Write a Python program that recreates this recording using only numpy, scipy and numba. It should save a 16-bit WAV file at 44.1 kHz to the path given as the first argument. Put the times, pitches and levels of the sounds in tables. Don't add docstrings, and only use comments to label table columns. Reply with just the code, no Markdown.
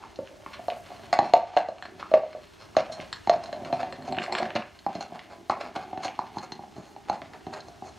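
import sys
import numpy as np
from scipy import signal
from scipy.io import wavfile
from scipy.ndimage import uniform_filter1d
from numba import njit

SR = 44100
rng = np.random.default_rng(int(sys.argv[2]) if len(sys.argv) > 2 else 0)


def transcribe(signal):
    frames = np.atleast_2d(signal).T
    limited = np.clip(frames, -1, 1)
    pcm = np.round(limited * 32767).astype(np.int16)
    wavfile.write(sys.argv[1], SR, pcm)


N = 351918
LEFT_RIGHT = np.array([[1], [-1]])


def undb(db):
    return 10 ** (np.asarray(db) / 20)


def unit(x):
    return x / np.sqrt(np.mean(x ** 2))


def peak(x, db):
    return x * undb(db) / np.abs(x).max()


def band(x, hz, width):
    return signal.lfilter(*signal.iirpeak(hz, hz / width, fs=SR), x)


def body(x, modes, tilt_db=0):
    tilts = tilt_db + np.zeros(len(modes))
    total = 0
    for k, ((hz, width, db), tilt) in enumerate(zip(modes, tilts)):
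        total = total + (-1) ** k * undb(db + tilt) * band(x, hz, width)
    return total


@njit
def svf(x, hz, width):
    y, band_state, low_state = np.empty(len(x)), 0., 0.
    for i in range(len(x)):
        g, k = np.tan(np.pi * hz[i] / SR), width / hz[i]
        v = (band_state + g * (x[i] + 1e-18 - low_state)) / (1 + g * (g + k))
        band_state, low_state = 2 * v - band_state, low_state + 2 * g * v
        y[i] = k * v
    return y


@njit
def follow(x, attack, release):
    e, out = 0., np.empty(len(x))
    for i in range(len(x)):
        e += (x[i] - e) * (attack if x[i] > e else release)
        out[i] = e
    return out


def walk(rate):
    hold = int(SR / rate)
    steps = np.repeat(rng.standard_normal(N // hold + 1), hold)
    return unit(uniform_filter1d(steps, hold)[:N])


def curves(table):
    s, *columns = np.transpose(table)
    return [np.interp(np.arange(N) / SR, s, c) for c in columns]


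def slips(rate, spread_db, patchy_db):
    hit = rng.random(N) < rate / SR
    uneven_db = spread_db * np.minimum(rng.exponential(size=N), 4)
    return hit * rng.standard_normal(N) * undb(uneven_db + patchy_db * walk(40))


# (f/Hz, relative density level/dB)
AIR_SPECTRUM = [(15, -44), (25, -7), (97, 13.5), (141, -1.5), (363, -1.5), (489, -6), (676, -10),
                (1360, -3.5), (1600, -18), (3810, -11), (4250, -1.5), (11500, -44.5), (14300, -42),
                (16000, -51.5)]
# (f/Hz, side minus mid level/dB)
AIR_SIDE_LEVEL = [(30, -18.5), (60, -20), (250, 8.5), (1500, -3), (4500, -29), (12000, -15)]
AIR_DB = -54.5


def air():
    def level_at(table, hz):
        f, db = np.transpose(table)
        return np.interp(np.log(hz), np.log(f), db)

    out, swell = 0, walk(1.564)
    for hz in 35 * 2 ** (np.arange(14) * 2 / 3):
        noise = rng.standard_normal((2, N))
        mid, side = band(band(noise, hz, hz * 0.68), hz, hz * 0.68)
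        level = undb(level_at(AIR_SPECTRUM, hz) + 2.0 * swell + 0.78 * walk(6.4))
        out = out + level * (mid + undb(level_at(AIR_SIDE_LEVEL, hz)) * side * LEFT_RIGHT)
    return undb(AIR_DB) * unit(out)


# (t/s, level/dB)
BRUSH_LEVEL = [(0, -76), (.75, -64.5), (1.3, -71), (1.55, -91), (1.9, -73), (4.25, -69), (4.5, -70.5),
               (7.98, -73)]


def brush():
    grains = np.array([slips(9000, spread_db=1.5, patchy_db=1.5) for _ in range(2)])
    mid, side = unit(band(band(grains, 6900, 11000), 7000, 10000))
    return undb(curves(BRUSH_LEVEL)[0]) * (mid + undb(-22.5) * side * LEFT_RIGHT)


# (f/Hz, width/Hz, level/dB)
CRACK_MODES = [(1000, 257, 6), (1675, 350, 4.5), (2100, 302, 5), (2710, 654, 5), (3440, 1370, 0.5),
               (5640, 1260, -6.5)]
# (f/Hz, width/Hz, level/dB)
WALL_MODES = [(4201, 116, 7), (5336, 80, -4.5), (6500, 420, -5.5), (7600, 130, -11), (8260, 930, -11.5)]
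# (f/Hz, width/Hz, level/dB)
BOARD_MODES = [(92.4, 56, -3.5), (217.7, 116, 2), (394.6, 65, 6.5)]
# (t/s, grit level/dB, hollow level/dB, hollow f/Hz, floor rumble level/dB)
RUBBING = [(0.0, -56, -54.5, 820, -57), (0.31, -60.5, -56, 564, -63), (0.75, -56.5, -55, 615, -58),
           (1.3, -56.5, -53.5, 725, -53), (1.5, -56, -44, 760, -74), (1.85, -63, -58.5, 690, -57.5),
           (2.16, -54.5, -64, 600, -57), (2.63, -64, -74, 649, -62), (2.9, -54, -39, 633, -53.5),
           (3.25, -59, -70.5, 694, -66), (3.43, -55.5, -42, 663, -52.5), (4.1, -57, -48, 640, -45),
           (4.45, -56, -40, 623, -47), (4.75, -60.5, -65, 696, -64.5), (5.04, -57, -51.5, 692, -55.5),
           (5.5, -63.5, -55.5, 680, -54), (6.1, -55.5, -45, 770, -52), (6.7, -62.5, -61, 790, -55),
           (7.98, -63, -58, 690, -58.5)]
RUB_WALL_DB = -10.5


def grind():
    grit_db, hollow_db, hollow_hz, rumble_db = curves(RUBBING)
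    fine = slips(3000, spread_db=2.5, patchy_db=2.5)
    coarse = slips(600, spread_db=2.0, patchy_db=2.5)
    grit = unit(body(fine, CRACK_MODES))
    wall = unit(body(fine, WALL_MODES, tilt_db=np.array([-3.5, -7, 4.5, 0, -3.0])))
    hollow = unit(svf(svf(coarse, hollow_hz, 160.0), hollow_hz, 330.0))
    rumble = unit(body(coarse, BOARD_MODES))
    out = undb(grit_db) * (grit + undb(RUB_WALL_DB) * wall)
    return out + undb(hollow_db) * hollow + undb(rumble_db) * rumble


# (t/s, length/s, grit level/dB, hollow level/dB, wall ring level/dB, squeak f/Hz)
SKID_EVENTS = [(0.014, 0.046, -63, -48, -77, 6500), (0.44, 0.19, -49, -72, -57, 5370),
               (0.854, 0.22, -52, -83, -55, 5500), (1.126, 0.056, -39, -32.5, -46, 6660),
               (1.2, 0.12, -50, -50, -52, 5320), (1.362, .2, -60, -60, -68, 5300),
               (1.988, 0.051, -47.5, -48.5, -64, 6550), (2.571, 0.1, -54.5, -54, -58, 5070),
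               (2.765, 0.044, -31, -56, -48, 6500), (2.917, 0.045, -52, -52, -43, 5450),
               (3, 0.039, -49, -64, -53, 5800), (3.434, 0.052, -52, -40, -44.5, 5150),
               (3.646, 0.063, -59, -42.5, -70, 6000), (3.723, 0.07, -51, -47, -52, 5330),
               (3.783, 0.07, -48, -36.5, -61, 6260), (4.048, .06, -50, -46, -53, 6250),
               (4.189, 0.074, -39, -40, -46, 7200), (4.317, 0.091, -37, -35, -45, 7250),
               (4.41, 0.062, -47, -38, -60, 5400), (4.549, 0.046, -33.5, -39, -45, 5650),
               (4.926, 0.052, -48, -51, -55, 6230), (5.002, 0.035, -44, -41, -43.5, 6100),
               (5.141, 0.038, -75, -41.5, -68, 6400), (5.294, 0.062, -59.5, -45.5, -68, 6240),
               (5.5, 0.12, -63, -40.5, -73, 5600), (5.599, 0.094, -44.5, -38, -59, 6370),
               (5.75, 0.051, -54, -34.5, -71, 5300), (5.796, 0.057, -54, -44.5, -63, 6300),
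               (6.018, 0.077, -41, -38.5, -42.5, 6000), (6.354, 0.1, -57, -39, -50, 6130),
               (6.753, 0.19, -78, -51.5, -61, 6340), (7.079, 0.1, -67, -41, -63, 6300),
               (7.326, 0.044, -59, -45.5, -72, 6250), (7.521, 0.086, -74, -39, -57, 6600),
               (7.674, 0.053, -73, -50.5, -61, 6400), (7.842, 0.068, -72, -47, -55.5, 6300)]
# (t/s, hollow peak level/dB, hollow f/Hz, floor thump peak level/dB, crack peak level/dB,
#  wall ring level above the crack/dB)
BITE_EVENTS = [(0.037, -32.5, 1070, -57, -54, -15), (0.188, -22, 545, -29.5, -53, -10),
               (0.462, -27.5, 1084, -37, -31.5, -34), (0.593, -29.5, 690, -40, -45, -15),
               (0.6827, -15, 693, -47, -32, -7), (0.72, -24.5, 637, -45, -39, -15),
               (0.767, -30, 688, -50, -55, -8), (0.903, -32, 726, -50, -55, -8),
               (0.917, -30, 710, -48, -48, -5), (0.995, -37.5, 685, -50, -41, -15),
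               (1.1284, -7.5, 737, -30, -13.5, -7), (1.1891, -2, 792, -17, -13.5, -6.5),
               (1.255, -19.5, 727, -35, -42.5, -14), (1.3364, 0.5, 703, -49.5, -14.5, -3),
               (1.432, -26, 682, -64, -55, -9), (1.536, -32, 717, -52, -41, -12),
               (1.566, -5.5, 710, -40, -25.5, -5), (1.5725, -6.5, 674, -48, -43, -10),
               (1.686, -19, 640, -37.5, -38.5, -2), (1.8245, -34, 745, -57, -26, -12.5),
               (1.853, -35, 687, -41, -30, -13), (2.027, -23, 1222, -41, -33, -25),
               (2.1149, -17.5, 630, -40, -41, -7), (2.1385, 0, 630, -49, -16, -16.5),
               (2.233, -20, 646, -51, -44, -8), (2.349, -25.5, 606, -44, -48, -16),
               (2.751, -34, 1160, -57, -50, -6), (2.767, -3, 646, -20, -18, -2),
               (2.994, -30, 610, -31, -44, -15), (3.1282, -60, 1085, -46, -23, 1),
               (3.273, -14.5, 803, -25.5, -27, -7), (3.2956, -1.5, 685, -54, -13.5, -4.5),
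               (3.36, -23, 685, -30, -35, -6), (3.528, -25.5, 600, -58, -26.5, -7),
               (3.62, -37, 556, -31.5, -57, -15), (3.702, -29, 690, -37, -54, -15),
               (3.727, -13.5, 703, -21.5, -24, -9), (3.8302, -18, 734, -35, -25, -13),
               (3.9248, -35, 540, -55, -25.5, -10.5), (4.078, -25.5, 740, -55, -46, -8),
               (4.124, -18.5, 743, -26.5, -31, -1), (4.177, -20, 725, -24.5, -31, -21),
               (4.28, -23.5, 717, -44, -45, -17), (4.296, -23.5, 790, -53, -45, -15),
               (4.324, -20.5, 840, -32, -21, -2), (4.3512, -28, 790, -39, -13, -13),
               (4.401, -18, 656, -41, -47, -15), (4.424, -15, 746, -22.5, -42, -10),
               (4.488, -28.5, 734, -38, -45, -17), (4.553, -20, 590, -21, -27, -2),
               (4.5622, -15.5, 712, -27, -20, -10), (4.864, -14, 790, -26, -32.5, -10),
               (4.9522, -24, 670, -26.5, -37, 5), (5.0075, -24.5, 760, -38, -32.5, -3),
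               (5.121, -29.5, 720, -35, -53, -13), (5.497, -11, 772, -24, -26, 0),
               (5.499, -11, 1080, -37, -32, -18), (5.521, -18.5, 1040, -47, -49, -15),
               (5.7634, -22, 780, -27, -27, -7), (5.93, -23, 748, -33, -45, -7),
               (5.975, -23, 757, -28, -30.5, -14), (6.053, -18.5, 732, -31, -33, 5),
               (6.1904, -13.5, 942, -30, -28, -8.5), (6.369, -23, 853, -25.5, -47, -10),
               (6.5203, -31.5, 860, -31, -30.5, 2), (6.592, -30, 790, -36, -53, -15),
               (6.636, -32.5, 768, -50, -60, -15), (6.764, -39, 704, -36.5, -44, -4),
               (6.78, -37, 640, -29.5, -56, -17), (6.963, -31, 795, -48, -42, -10),
               (7.0974, -11, 810, -27.5, -28, -1), (7.128, -22.5, 910, -32, -48, -18),
               (7.218, -33.5, 660, -35.5, -27.5, -29), (7.4667, -29, 764, -27, -39, -4),
               (7.822, -28.5, 790, -32.5, -58, -10)]
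SQUEAK_DB = -2.5
SLIDE_LAG_S, SLIDE_S, SLIDE_SQUEAK_HZ = 0.0026, 0.065, 5320
SLIDE_GRIT_DB, SLIDE_HOLLOW_DB, SLIDE_WALL_DB = -30.5, -34.5, -45.5


def skids(attack=0.22, squeak_width=900, hollow_width=260.0):
    rough = slips(2500, spread_db=1.0, patchy_db=7.0)
    grit, wall = body(rough, CRACK_MODES), body(rough, WALL_MODES)
    hollow, out = svf(rough, curves(RUBBING)[2], hollow_width), np.zeros(N)
    slides = [(s + SLIDE_LAG_S, SLIDE_S, crack_db + SLIDE_GRIT_DB, db + SLIDE_HOLLOW_DB,
               crack_db + wall_db + SLIDE_WALL_DB, SLIDE_SQUEAK_HZ)
              for s, db, _, _, crack_db, wall_db in BITE_EVENTS]
    for s, length, grit_db, hollow_db, wall_db, hz in SKID_EVENTS + slides:
        part = slice(int(s * SR), int((s + length) * SR))
        u = np.linspace(0, 1, len(out[part]))
        swell = np.sqrt(np.minimum(u / attack, (1 - u) / (1 - attack)))
        squeak = band(band(rough[part], hz, squeak_width), hz, 2 * squeak_width)
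        levels = [grit_db, hollow_db, wall_db, wall_db + SQUEAK_DB]
        layers = [grit[part], hollow[part], wall[part], squeak]
        out[part] += swell * sum(undb(db) * unit(x) for db, x in zip(levels, layers))
    return out


# (f/Hz, level above the hollow/dB, t60/s)
UPPER_MODES = [(892, -21.5, 0.075), (1130, -18, 0.037), (1353, -36.5, 0.052)]
HOLLOW_LAG_S = .0008
RING_S, RING_AT_HZ, RING_SLOPE = 0.033, 677, 2.5


def knocks(rise_s=0.0023, push_s=0.00037, spread=0.11, near_db=-12.0):
    out, t = np.zeros(N + SR), np.arange(SR // 8) / SR
    thump = body(t * np.exp(-t / push_s), BOARD_MODES)
    upper = sum(undb(db - 60 * t / t60) * np.sin(2 * np.pi * hz * t) for hz, db, t60 in UPPER_MODES)
    for (s, db, hz, thump_db, *_), chance in zip(BITE_EVENTS, rng.random((len(BITE_EVENTS), 2))):
        ratios = 1 + spread * (.5 + chance) * [-1, 1.5]
        low, high = np.sin(2 * np.pi * hz * np.outer(ratios, t))
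        tone = np.sin(2 * np.pi * hz * t) + undb(near_db) * (low + high)
        t60 = RING_S * (RING_AT_HZ / hz) ** RING_SLOPE
        hollow = (1 - np.exp(-t / rise_s)) * undb(-60 * t / t60) * tone
        i = int((s + HOLLOW_LAG_S) * SR)
        out[i:i + len(t)] += peak(hollow, db) + upper * undb(db) + peak(thump, thump_db)
    return out[:N]


# (from t/s, f/Hz)
TOOTH_PITCH = [(0, 5900), (.69, 6600), (1.8, 7650), (2.1, 6520), (3.1, 7500), (3.2, 6500), (3.9, 7600),
               (4.41, 6300)]


def tooth_hz(s):
    return [hz for start, hz in TOOTH_PITCH if start <= s][-1]


# (t/s, crack peak level/dB, crack centre f/Hz, wall ring level above the crack/dB)
SNAP_EVENTS = [(0.1587, -45, 3120, 4), (0.274, -34.5, 3070, -35), (0.7015, -23, 2610, -15.5),
               (1.5722, -11.5, 1700, -13), (1.783, -37, 1330, -16), (1.997, -39, 1650, -7),
               (2.33, -33.5, 1750, -16), (2.9233, -43, 1310, 9), (3.001, -26.5, 2580, -31),
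               (3.459, -37, 1560, 3), (3.6486, -31.5, 1730, -8), (3.8136, -30, 1360, -22),
               (4.023, -36, 1570, -8), (4.147, -29.5, 2130, -15), (4.169, -25, 1860, -19),
               (4.1854, -12.5, 2100, -41), (4.2206, -22, 2110, -33), (4.24, -34, 2100, -6),
               (4.2622, -25, 2100, -20), (4.385, -20, 2020, -7.5), (4.4298, -20.5, 1750, -13),
               (4.4553, -23.5, 1580, -27), (4.505, -24, 1700, -19), (4.6226, -25, 1580, -33),
               (4.79, -39, 3120, -4), (5.1925, -29, 2610, -30), (5.6162, -29, 1830, -17),
               (6.0316, -38, 1720, -4), (6.081, -22.5, 2080, -35), (6.3843, -29, 1500, -1),
               (7.335, -36, 1850, -23), (7.537, -34.5, 1370, 1.5), (7.605, -49, 2530, 13)]
BITE_CRACK_HZ = 1530
TICK_DB = -6.5


def clicks(snap_s=0.00005, scatter_db=2.5, tick_width=450, focus_db=-9):
    out, t = np.zeros(N + SR), np.arange(SR // 20) / SR
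    crumble_s, crumble_db = .005, -17.0
    bite_cracks = [(s, db, BITE_CRACK_HZ, wall_db) for s, *_, db, wall_db in BITE_EVENTS]
    for s, db, hz, wall_db in SNAP_EVENTS + bite_cracks:
        crumble = rng.standard_normal(len(t)) ** 3 * np.exp(-t / crumble_s) / 4
        burst = np.exp(-t / snap_s) + undb(crumble_db) * crumble
        scatter = scatter_db * rng.standard_normal((2, len(CRACK_MODES)))
        near = focus_db * np.abs(np.log2(np.array(CRACK_MODES)[:, 0] / hz))
        crack = peak(body(burst, CRACK_MODES, scatter[0] + near), 0)
        wall = peak(body(burst, WALL_MODES[:2], scatter[1, :2]), wall_db)
        tick = band(band(burst, tooth_hz(s), tick_width), tooth_hz(s), 2000)
        i = int(s * SR)
        out[i:i + len(t)] += undb(db) * (crack + wall + peak(tick, wall_db + TICK_DB))
    return out[:N]


# (t after the sound/s, level/dB)
WALL_ECHOES = [(.007, -21), (.016, -20.5), (.032, -16.5), (.04, -19), (.058, -27)]
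# (f/Hz, t60/s, level/dB)
ROOM_TAIL = [(162, 0.26, -19), (372, 0.43, -25.5), (760, 0.24, -17.5), (1910, 0.35, -13.5),
             (3570, 0.083, -16), (8800, 0.045, -9.5)]
# (f/Hz, side minus mid level/dB)
ROOM_SIDE_LEVEL = [(150, -17), (400, -37), (800, -25), (1800, -34.5), (4000, -37.5), (9000, -15)]
ROOM_RISE_S = 0.0053


def room(dry, count=SR * 13 // 25):
    t, out = np.arange(SR // 2) / SR, np.zeros((2, N + SR))
    for i in range(0, N, count):
        tail = np.zeros((2, len(t)))
        for (hz, t60, db), (_, side_db) in zip(ROOM_TAIL, ROOM_SIDE_LEVEL):
            shape = (1 - np.exp(-t / ROOM_RISE_S)) * undb(-60 * t / t60)
            noise = band(rng.standard_normal(tail.shape), hz, hz * 0.64) * undb([[db], [db + side_db]])
            tail += noise * shape / np.sqrt(hz / SR * np.sum(shape ** 2) * 3)
        for s, db in WALL_ECHOES:
            tail[0, int(s * SR)] += undb(db)
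        wet = signal.fftconvolve(dry[None, i:i + count], tail, axes=1)
        out[:, i:i + wet.shape[1]] += wet
    return out[0, :N] + out[1, :N] * LEFT_RIGHT


# (f/Hz, width/Hz, level/dB)
RIGHT_LEAN = (310, 250, -16.5)
SOFT_LOW_HZ, SOFT_HIGH_HZ = 71.6, 5730


def scene():
    soften = signal.butter(2, [SOFT_LOW_HZ, SOFT_HIGH_HZ], "band", fs=SR)
    bone = signal.lfilter(*soften, knocks() + clicks() + skids() + grind())
    lean = body(bone, [RIGHT_LEAN]) * -LEFT_RIGHT
    port_gain = undb(-0.1 * LEFT_RIGHT)
    return (bone + lean + room(bone)) * port_gain + brush() + air()


TOP_HZ = 15750


def record(dry):
    env = follow(np.abs(dry).max(axis=0), 0.003, 1 / (.06 * SR))
    gain = np.minimum(1, (undb(-35.5) / (env + 1e-9)) ** 0.15)
    top_cut = signal.ellip(10, .2, 70, TOP_HZ, fs=SR, output="sos")
    return signal.sosfilt(top_cut, dry * gain)


dry = scene()
out = record(dry)
transcribe(out)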